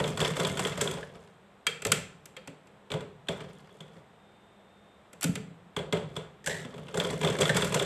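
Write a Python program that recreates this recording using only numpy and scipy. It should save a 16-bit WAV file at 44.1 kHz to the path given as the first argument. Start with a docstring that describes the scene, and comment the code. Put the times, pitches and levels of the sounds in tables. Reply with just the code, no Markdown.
"""A small bare room, where a hand-cranked iron sewing machine on a wooden case runs in two short bursts.
Between them the handwheel is nudged and the presser foot is lifted and snapped down to turn the cloth.
Contacts are noise chatter through the resonances of steel and case; the foot's spring and the case booms
are decaying sines. Gear rattle and crank slips are noise too, and the walls answer with diffuse tails.
Behind lie steady room noise, a low drone and a faint far whistle."""
import sys
import numpy as np
from scipy import signal
from scipy.fft import rfft, irfft, next_fast_len
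from scipy.io import wavfile
from scipy.ndimage import uniform_filter1d

SR = 44100
rng = np.random.default_rng(int(sys.argv[2]) if len(sys.argv) > 2 else 0)


def generate_wav(signal):
    """Clip the signal to [-1, 1] and save it as 16-bit WAV at the path in sys.argv[1]."""
    frames = np.transpose(np.atleast_2d(signal))
    scaled = np.clip(frames, -1, 1) * 32767
    pcm = np.round(scaled).astype(np.int16)
    wavfile.write(sys.argv[1], SR, pcm)


N = 346185
T = np.arange(32768) / SR  # time axis of one short sound, in seconds
HZ = np.fft.rfftfreq(len(T), 1 / SR)

# One turn of the shaft per row: take-up t/s, shuttle t/s, needle bar t/s, feed t/s,
# steel offset/dB, case offset/dB, extra shuttle tick/dB
STITCHES = [(-0.03, 0, 0.04, 0.075, -2, 2.5, -7.5), (0.173, 0.202, 0.248, 0.276, 1.5, -3.5, -2.5),
            (0.366, 0.398, 0.449, 0.468, 1.5, 2, -4), (0.571, 0.593, 0.649, 0.668, 0, -3.5, -1),
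            (0.774, 0.811, 0.874, 0.911, -1.5, -1, 8), (6.942, 6.972, 7.046, 7.103, -3.5, 1.5, 0),
            (7.212, 7.232, 7.273, 7.299, -0.5, 1, -8.5), (7.386, 7.409, 7.454, 7.478, 1, 2.5, 4.5),
            (7.545, 7.567, 7.621, 7.645, 2, 0, 4), (7.722, 7.743, 7.796, 7.822, 2, 1, 3)]
# Resonances of the steel linkage: f/Hz, width/Hz, relative level/dB
LINKAGE = [(977, 32, 5.5), (1245, 350, 0), (1356, 19.56, 3), (1436, 25, 2.5), (1684, 120, 0),
           (1820, 120, -2.5), (2094, 34, 2.5), (2256, 67, -0.5), (2830, 940, -4), (4470, 1200, -12)]
# Resonances of the needle bar: f/Hz, width/Hz, relative level/dB
NEEDLE_BAR = [(3161, 60, -1.5), (3365, 64, 2.5), (3540, 120, -2.5)]
# Resonances of the small steel parts: f/Hz, width/Hz, relative level/dB
SMALL_PARTS = [(5510, 2600, -8), (6450, 780, -1.5), (7440, 650, 1), (8400, 1280, 0), (9560, 4900, -10.5),
               (12750, 1600, -15.5)]
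# Resonances of the wooden panels: f/Hz, width/Hz, relative level/dB
PANELS = [(404, 55.5, -0.5), (454.8, 40, -1), (515, 20, 0), (583.2, 23.7, -2.5), (651, 31, -5.5),
          (910, 380, -15)]
# Low resonances of the hollow case: f/Hz, width/Hz, relative level/dB
CASE = [(67.1, 33, -13), (105.1, 24.26, -6), (151, 18, 3), (180.5, 25.4, 0), (267, 58, -10)]


def amp(db):
    """Decibels to gain."""
    return 10 ** (np.asarray(db) / 20)


def unit(x):
    """Scale to rms 1."""
    return x / np.sqrt(np.mean(x ** 2) + 1e-20)


def along(points, hz):
    """Interpolate (f/Hz, value) points on a log frequency axis."""
    f, v = np.transpose(points)
    return np.interp(np.log(hz + 1), np.log(f + 1), v)


def level(rows, column):
    """Gain per sample from one dB column of a curve, down at -120 dB outside it."""
    rows = np.asarray(rows)
    t = np.arange(N) / SR
    return amp(np.interp(t, rows[:, 0], rows[:, column], left=-120, right=-120))


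def swell(start, end, db):
    """Gain per sample: a quick rise, a hold from start to end, a run-down."""
    rise_db_per_s, fall_db_per_s = 606, 170.5
    t = np.arange(N) / SR
    before = np.maximum(start - t, 0)
    after = np.maximum(t - end, 0)
    return amp(db - rise_db_per_s * before - fall_db_per_s * after)


def fade(t60):
    """A decay that loses 60 dB in t60 seconds."""
    return np.exp(-np.log(1000) * T / t60)


def filtered(x, response):
    """Multiply the spectrum of x by a function of frequency."""
    size = next_fast_len(N + SR)
    hz = np.fft.rfftfreq(size, 1 / SR)
    return irfft(rfft(x, size) * response(hz), size)[..., :N]


def body(modes, hz):
    """Causal response of a set of resonances, rolled off above twice the last one."""
    peaks = 0
    for k, (centre, width, db) in enumerate(modes):
        sign = (-1) ** k  # neighbours in opposite polarity
        peaks = peaks + sign * amp(db) * 1j * hz * width / (centre * centre - hz * hz + 1j * hz * width)
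    u = hz / (2 * modes[-1][0])
    return peaks / (1 - u * u + 1j * np.sqrt(2) * u)


def shaped(force, response):
    """A force through resonances, scaled to the energy of 10 ms at rms 1."""
    x = irfft(rfft(force) * response)
    return x / np.sqrt(np.sum(x ** 2) / (SR / 100))


def walls(onset=0.0024):
    """A fresh diffuse room tail of energy 1, made of noise whose bass lingers longest; onset in seconds."""
    # Decay time of the room: f/Hz, t60/s
    room_decay = [(80, 1), (180, 0.64), (500, 0.43), (1500, 0.47), (3500, 0.43), (8000, 0.38),
                  (13000, 0.26)]
    hz, t, z = signal.stft(rng.standard_normal(len(T)), SR, nperseg=256)
    decay = np.exp(-np.log(1000) * t / along(room_decay, hz)[:, None])
    tail = signal.istft(z * decay, SR, nperseg=256)[1][:len(T)]
    tail = tail * (1 - np.exp(-(T / onset) ** 2))
    return tail / np.linalg.norm(tail)


def echo(x):
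    """The room's answer to one short sound."""
    return signal.fftconvolve(x, walls())[:len(T)]


def blow(response, contact, t60, room_db):
    """A part chatters for the contact time and rings out; the walls return its colour as a diffuse tail."""
    envelope = np.exp(-np.log(1000) * np.maximum(T - contact, 0) / t60)
    chatter = rng.standard_normal(len(T)) * envelope
    return shaped(chatter, response) + amp(room_db) * shaped(walls(), response)


def add(track, s, x):
    """Mix x into the track at s seconds, trimming whatever falls outside."""
    start = round(s * SR)
    x = x[max(-start, 0):]
    part = track[max(start, 0):][:len(x)]
    part += x[:len(part)]


def contacts(rows, modes, column, gain_db, contact, t60, room_db, lag=0):
    """One part is struck at every row, as hard as the given dB column says; contact, t60 and lag in seconds."""
    track, response = np.zeros(N), body(modes, HZ)
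    for row in rows:
        hit = blow(response, contact, t60, room_db)
        add(track, row[0] + lag, amp(row[column] + gain_db) * hit)
    return track


def rings(rows, attack, room_db):
    """Single modes, as sines, swell over the attack time, die away and linger in the room."""
    track = np.zeros(N)
    for s, db, hz, t60 in rows:
        sine = np.sqrt(2) * np.sin(2 * np.pi * hz * T)
        ring = amp(db) * sine * fade(t60) * (1 - np.exp(-T / attack))
        tail = echo(ring)
        tail_gain = amp(room_db) * np.linalg.norm(ring) / np.linalg.norm(tail)
        add(track, s, ring + tail_gain * tail)
    return track


def background():
    """Shaped noise for the room, resonant noise for a low drone, and a wavering sine for a thin far whistle."""
    # Colour of the room noise: f/Hz, relative level/dB (per Hz)
    air_colour = [(25, -20), (80, -5.5), (190, -6), (250, -13.5), (400, -6), (700, -7), (1300, -12.5),
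                  (2750, -21), (3700, -22), (4400, -32), (6200, -37), (8200, -30), (9500, -42),
                  (13500, -42)]
    # Course of the whistle: t/s, level/dB
    whistle_curve = [(4.1, -84), (4.25, -73.5), (4.6, -78), (4.75, -73), (4.95, -73.5), (5.06, -83)]
    air = unit(filtered(rng.standard_normal(N), lambda hz: amp(along(air_colour, hz))))
    drone = unit(filtered(rng.standard_normal(N), lambda hz: body([(200.3, 12, 0)], hz)))
    waver = unit(uniform_filter1d(rng.standard_normal(N), size=200))
    pitch_hz = 3635 + 16 * waver
    whistle = unit(np.sin(2 * np.pi * np.cumsum(pitch_hz) / SR))
    return amp(-59.0) * air + amp(-65.5) * drone + level(whistle_curve, column=1) * whistle


def rattle(modes):
    """A dense random run of noisy scuffs, each waking only every other resonance of a part."""
    taps_per_s, spread_db, scuff_s = 75, 5.5, 0.0022
    total = np.zeros(N)
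    for group in (modes[::2], modes[1::2]):
        strength = amp(spread_db * rng.standard_normal(N).clip(-2, 2))
        taps = (rng.random(N) < taps_per_s / SR) * strength
        envelope = signal.lfilter([1], [1, -np.exp(-1 / (scuff_s * SR))], taps)
        force = envelope * rng.standard_normal(N)
        total += filtered(force, lambda hz: body(group, hz))
    return unit(total)


def gears():
    """Turning gears scuff the steel and the case, in every handwheel motion and under the load of each stitch."""
    # The handwheel is in motion: start t/s, end t/s, level/dB ahead of the steel and wood trims
    spins = [(0, 0.918, -44.5), (0.949, 1.278, -55.5), (3.316, 3.44, -46.5), (3.485, 3.967, -55.5),
             (5.965, 6.18, -54), (6.52, 6.93, -48), (6.96, 7.844, -44.5)]
    load_db = -30  # ahead of the same trims
    steel = unit(rattle(LINKAGE) + amp(-7.0) * rattle(NEEDLE_BAR) + amp(-8.5) * rattle(SMALL_PARTS))
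    wood = unit(rattle(PANELS) + rattle(CASE))
    spin = sum(swell(*row) for row in spins)
    # the gears are loaded from shuttle to feed
    load = sum(swell(shuttle, feed, load_db + db) for _, shuttle, _, feed, db, _, _ in STITCHES)
    steel_gain = amp(-12.0) * load + amp(-12.5) * spin
    wood_gain = amp(-8) * load + amp(-2.5) * spin
    x = steel_gain * steel + wood_gain * wood
    return x + amp(-6.5) * signal.fftconvolve(x, walls())[:N]


def crank():
    """The crank chafes on the handwheel: each steel slip is a rough, short ring with hiss and a nudge to the case."""
    # Chafes: t/s, length/s, first slip level/dB, reference f/Hz of the ring, first slip hiss level/dB
    chafes = [(1.029, .005, -42.5, 1690, -70), (6.442, .005, -50, 1860, -54.5),
              (6.461, .005, -36, 1720, -36), (6.472, .005, -29.5, 1700, -34), (6.495, .14, -36, 1900, -45),
              (7.099, .005, -40, 2106, -63), (7.493, .005, -23, 1780, -38)]
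    # a long chafe is a string of ever weaker slips
    slip_step_s, scatter_s, fall_db_per_s, slip_t60_s = 0.011, 0.0027, 118, 0.044
    track = np.zeros(N)
    small = body(SMALL_PARTS, HZ)
    wood = body(PANELS, HZ) + body(CASE, HZ)
    for start, length, db, hz, hiss_db in chafes:
        ring = body([(.89 * hz, 110, -2), (1.016 * hz, 150, 0), (1.88 * hz, 900, -13)], HZ)
        for age in np.arange(0, length, slip_step_s):
            s = start + age + (age > 0) * rng.normal(0, scatter_s)  # the first slip is on time
            gain = amp(-fall_db_per_s * age)
            add(track, s, gain * amp(db) * blow(ring, contact=.002, t60=slip_t60_s, room_db=-6.5))
            add(track, s, gain * amp(hiss_db) * blow(small, contact=0.0023, t60=slip_t60_s, room_db=-5.5))
            add(track, s, gain * amp(db - 3) * blow(wood, contact=0.0051, t60=slip_t60_s, room_db=-1))
    return track


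def ringing():
    """The foot's spring sings in several modes when let go, and the hollow case booms under the hand."""
    # Modes of the spring: f/Hz, level/dB ahead of the twang offset, t60/s
    spring_modes = [(3240, -27, .09), (2320, -26, 0.07), (2650, -30.5, .06), (1316, -39, 0.15),
                    (4570, -41.5, 0.088)]
    # The spring is let go: t/s, level offset/dB
    twangs = [(1.667, 1), (1.918, -6.5), (2.365, -21)]
    # Case booms: t/s, level/dB, f/Hz, t60/s
    booms = [(1.688, -27.5, 467, 0.064), (1.871, -37, 110, .25), (2.372, -44, 523, 0.11),
             (2.478, -41, 273, 0.14), (2.94, -29, 405, 0.11), (2.938, -31, 152, .16),
             (3.292, -36, 663, 0.29), (3.807, -42, 163, 0.16), (5.244, -25, 273, 0.097),
             (5.253, -24.5, 171, 0.25), (5.293, -14.5, 172.4, 0.053), (5.372, -35.5, 432, 0.093),
             (5.93, -32.5, 160, 0.09), (6.649, -35.5, 247, .13)]
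    spring = [(s, db + mode_db, hz, t60) for s, db in twangs for hz, mode_db, t60 in spring_modes]
    return rings(spring, attack=0.00087, room_db=-8) + rings(booms, attack=0.0042, room_db=-4.5)


def presser_foot():
    """The sprung foot and its lever snap up and down: steel chatter, a sharp edge and a jolt to the case."""
    # Foot moves: t/s, snap level/dB, brightness offset/dB, jolt level/dB ahead of the case trims
    foot_moves = [(1.667, -26, -5, -39.5), (1.82, -41, -2.5, -43.5), (1.85, -30, -3, -27),
                  (1.867, -37.5, 0.5, -35), (1.918, -22, 0, -29), (2.256, -53.5, 2.5, -54),
                  (2.366, -43, -11.5, -50.5), (2.474, -46, -4.5, -43), (2.671, -62, -5, -56),
                  (5.13, -54.5, 0, -49.5), (5.21, -49, 4, -54), (5.22, -41.5, -6, -48),
                  (5.229, -36.5, 3, -38), (5.24, -32.5, 2, -35), (5.354, -37, -4, -41)]
    # Resonances of the lever: f/Hz, width/Hz, relative level/dB
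    lever = [(1382, 238, -1.5), (1758, 87, 0), (2006, 220, -1.5), (2467, 260, 1.5), (2696, 290, 0),
             (3200, 140, 0), (3530, 290, -5), (4650, 640, -12)]
    # Resonances of the foot's sharp edge: f/Hz, width/Hz, relative level/dB
    foot_edge = [(10090, 1700, -0.5), (12500, 1500, 0)]
    edge_db, edge_growth, thump_db = -10.5, 2.8, -5  # growth in dB per dB of brightness
    rows = []
    for s, db, bright, jolt in foot_moves:
        edge_level = db + edge_db + edge_growth * bright
        rows.append((s, db, db + bright, edge_level, jolt, jolt + thump_db))
    snap = contacts(rows, lever, column=1, gain_db=0, contact=0.0049, t60=0.026, room_db=-5.5)
    tick = contacts(rows, SMALL_PARTS, column=2, gain_db=1.0, contact=0.0039, t60=0.0128, room_db=-10.0)
    edge = contacts(rows, foot_edge, column=3, gain_db=0.0, contact=0.0031, t60=0.0106, room_db=-11.5)
    knock = contacts(rows, PANELS, column=4, gain_db=-4.0, contact=0.0027, t60=0.0058, room_db=1.0, lag=.002)
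    thump = contacts(rows, CASE, column=5, gain_db=-1.5, contact=0.003, t60=0.014, room_db=3.5, lag=0.0018)
    return snap + tick + edge + knock + thump


def machine_contacts():
    """Five contacts per stitch plus single clacks, as rows of t/s and clack, ring, tick, knock, thump level/dB."""
    # Rows: take-up, shuttle, needle bar, feed rises, feed drops. Levels ahead of stitch offsets and part trims:
    # # linkage clack level/dB, needle bar ring level/dB, small-parts tick level/dB, panel knock level/dB, #
    # case thump level/dB
    stroke = [(-37.5, -42.5, -41.5, -31.5, -34.5), (-32, -37.5, -33.5, -27, -31.5),
              (-34.5, -31, -43, -33.5, -36.5), (-41.5, -42, -40.5, -37.5, -36.5),
              (-46, -52, -46.5, -40, -35)]
    # The drive takes up its play when the handwheel is pushed or checked, levels ahead of the part trims:
    # t/s, linkage level/dB, needle bar ring level/dB, case level/dB
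    clacks = [(0.213, -37.5, -30.5, -25), (0.72, -41, -45.5, -37.5), (0.983, -49, -56, -39),
              (1.153, -56, -63, -46), (2.903, -44.5, -51, -37.5), (2.917, -37, -37.5, -34),
              (2.938, -42, -41, -28), (3.006, -47, -49.5, -52), (3.27, -57, -62, -58),
              (3.285, -35, -31.5, -28.5), (3.405, -44.5, -63, -40), (3.805, -53, -45.5, -50),
              (3.967, -63, -71, -50), (5.764, -35, -35, -29), (5.789, -48, -42, -33),
              (5.925, -31.5, -31, -21.5), (5.97, -43, -50, -39), (6.155, -52, -57, -56),
              (6.164, -39.5, -36.5, -32.5), (6.648, -50, -49, -40), (6.74, -52, -56, -51),
              (6.779, -50, -59, -41), (6.883, -49, -55, -43), (6.999, -33, -29, -33),
              (7.246, -34, -30, -28), (7.286, -43, -40, -30), (7.418, -30, -26.5, -26)]
    feed_drop_s = 0.026  # after the feed rises
    tick_db, thump_db = -8, -0.5  # tick over the mean of clack and ring, thump over the case level
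    rows = []
    for take_up, shuttle, bar, feed, steel, case, clash in STITCHES:
        times = (take_up, shuttle, bar, feed, feed + feed_drop_s)
        for s, (clack, ring, tick, knock, thump) in zip(times, stroke):
            tick_level = steel + tick + clash * (s == shuttle)
            rows.append((s, steel + clack, steel + ring, tick_level, case + knock, case + thump))
    for s, clack, ring, case in clacks:
        rows.append((s, clack, ring, (clack + ring) / 2 + tick_db, case, case + thump_db))
    return rows


def stitches():
    """The linkage takes up its slack several times a stitch; the case follows, heard largely through the room."""
    rows = machine_contacts()
    clack = contacts(rows, LINKAGE, column=1, gain_db=-0.5, contact=0.0026, t60=0.026, room_db=-2.0)
    ring = contacts(rows, NEEDLE_BAR, column=2, gain_db=-0.5, contact=0.0008, t60=0.007, room_db=-8.5)
    tick = contacts(rows, SMALL_PARTS, column=3, gain_db=-1.5, contact=0.0055, t60=0.0237, room_db=-5.5)
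    knock = contacts(rows, PANELS, column=4, gain_db=-4, contact=0.0015, t60=0.037, room_db=2, lag=0.00089)
    thump = contacts(rows, CASE, column=5, gain_db=-3.0, contact=0.0022, t60=0.0116, room_db=-1.5, lag=0.0009)
    return clack + ring + tick + knock + thump


def scene():
    """Everything sits in the centre; only the treble scatters a little to the sides."""
    mid = stitches() + presser_foot() + ringing() + crank() + gears() + background()
    z = signal.stft(mid, nperseg=128)[2]
    random_phase = np.exp(2j * np.pi * rng.random(z.shape))
    scattered = signal.istft(z * random_phase, nperseg=128)[1][:N]
    treble = filtered(scattered, lambda hz: hz > 4050)
    side = amp(-13) * treble
    return np.array([mid + side, mid - side])


def record(dry):
    """The phone thins the deepest bass and cuts very steeply above its band limit."""
    low_hz, top_hz = 45, 13300
    x = filtered(dry, lambda hz: 1j * hz / (1j * hz + low_hz))
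    return filtered(x, lambda hz: 1 / np.sqrt(1 + (hz / top_hz) ** 120))


dry = scene()
out = record(dry)
generate_wav(out)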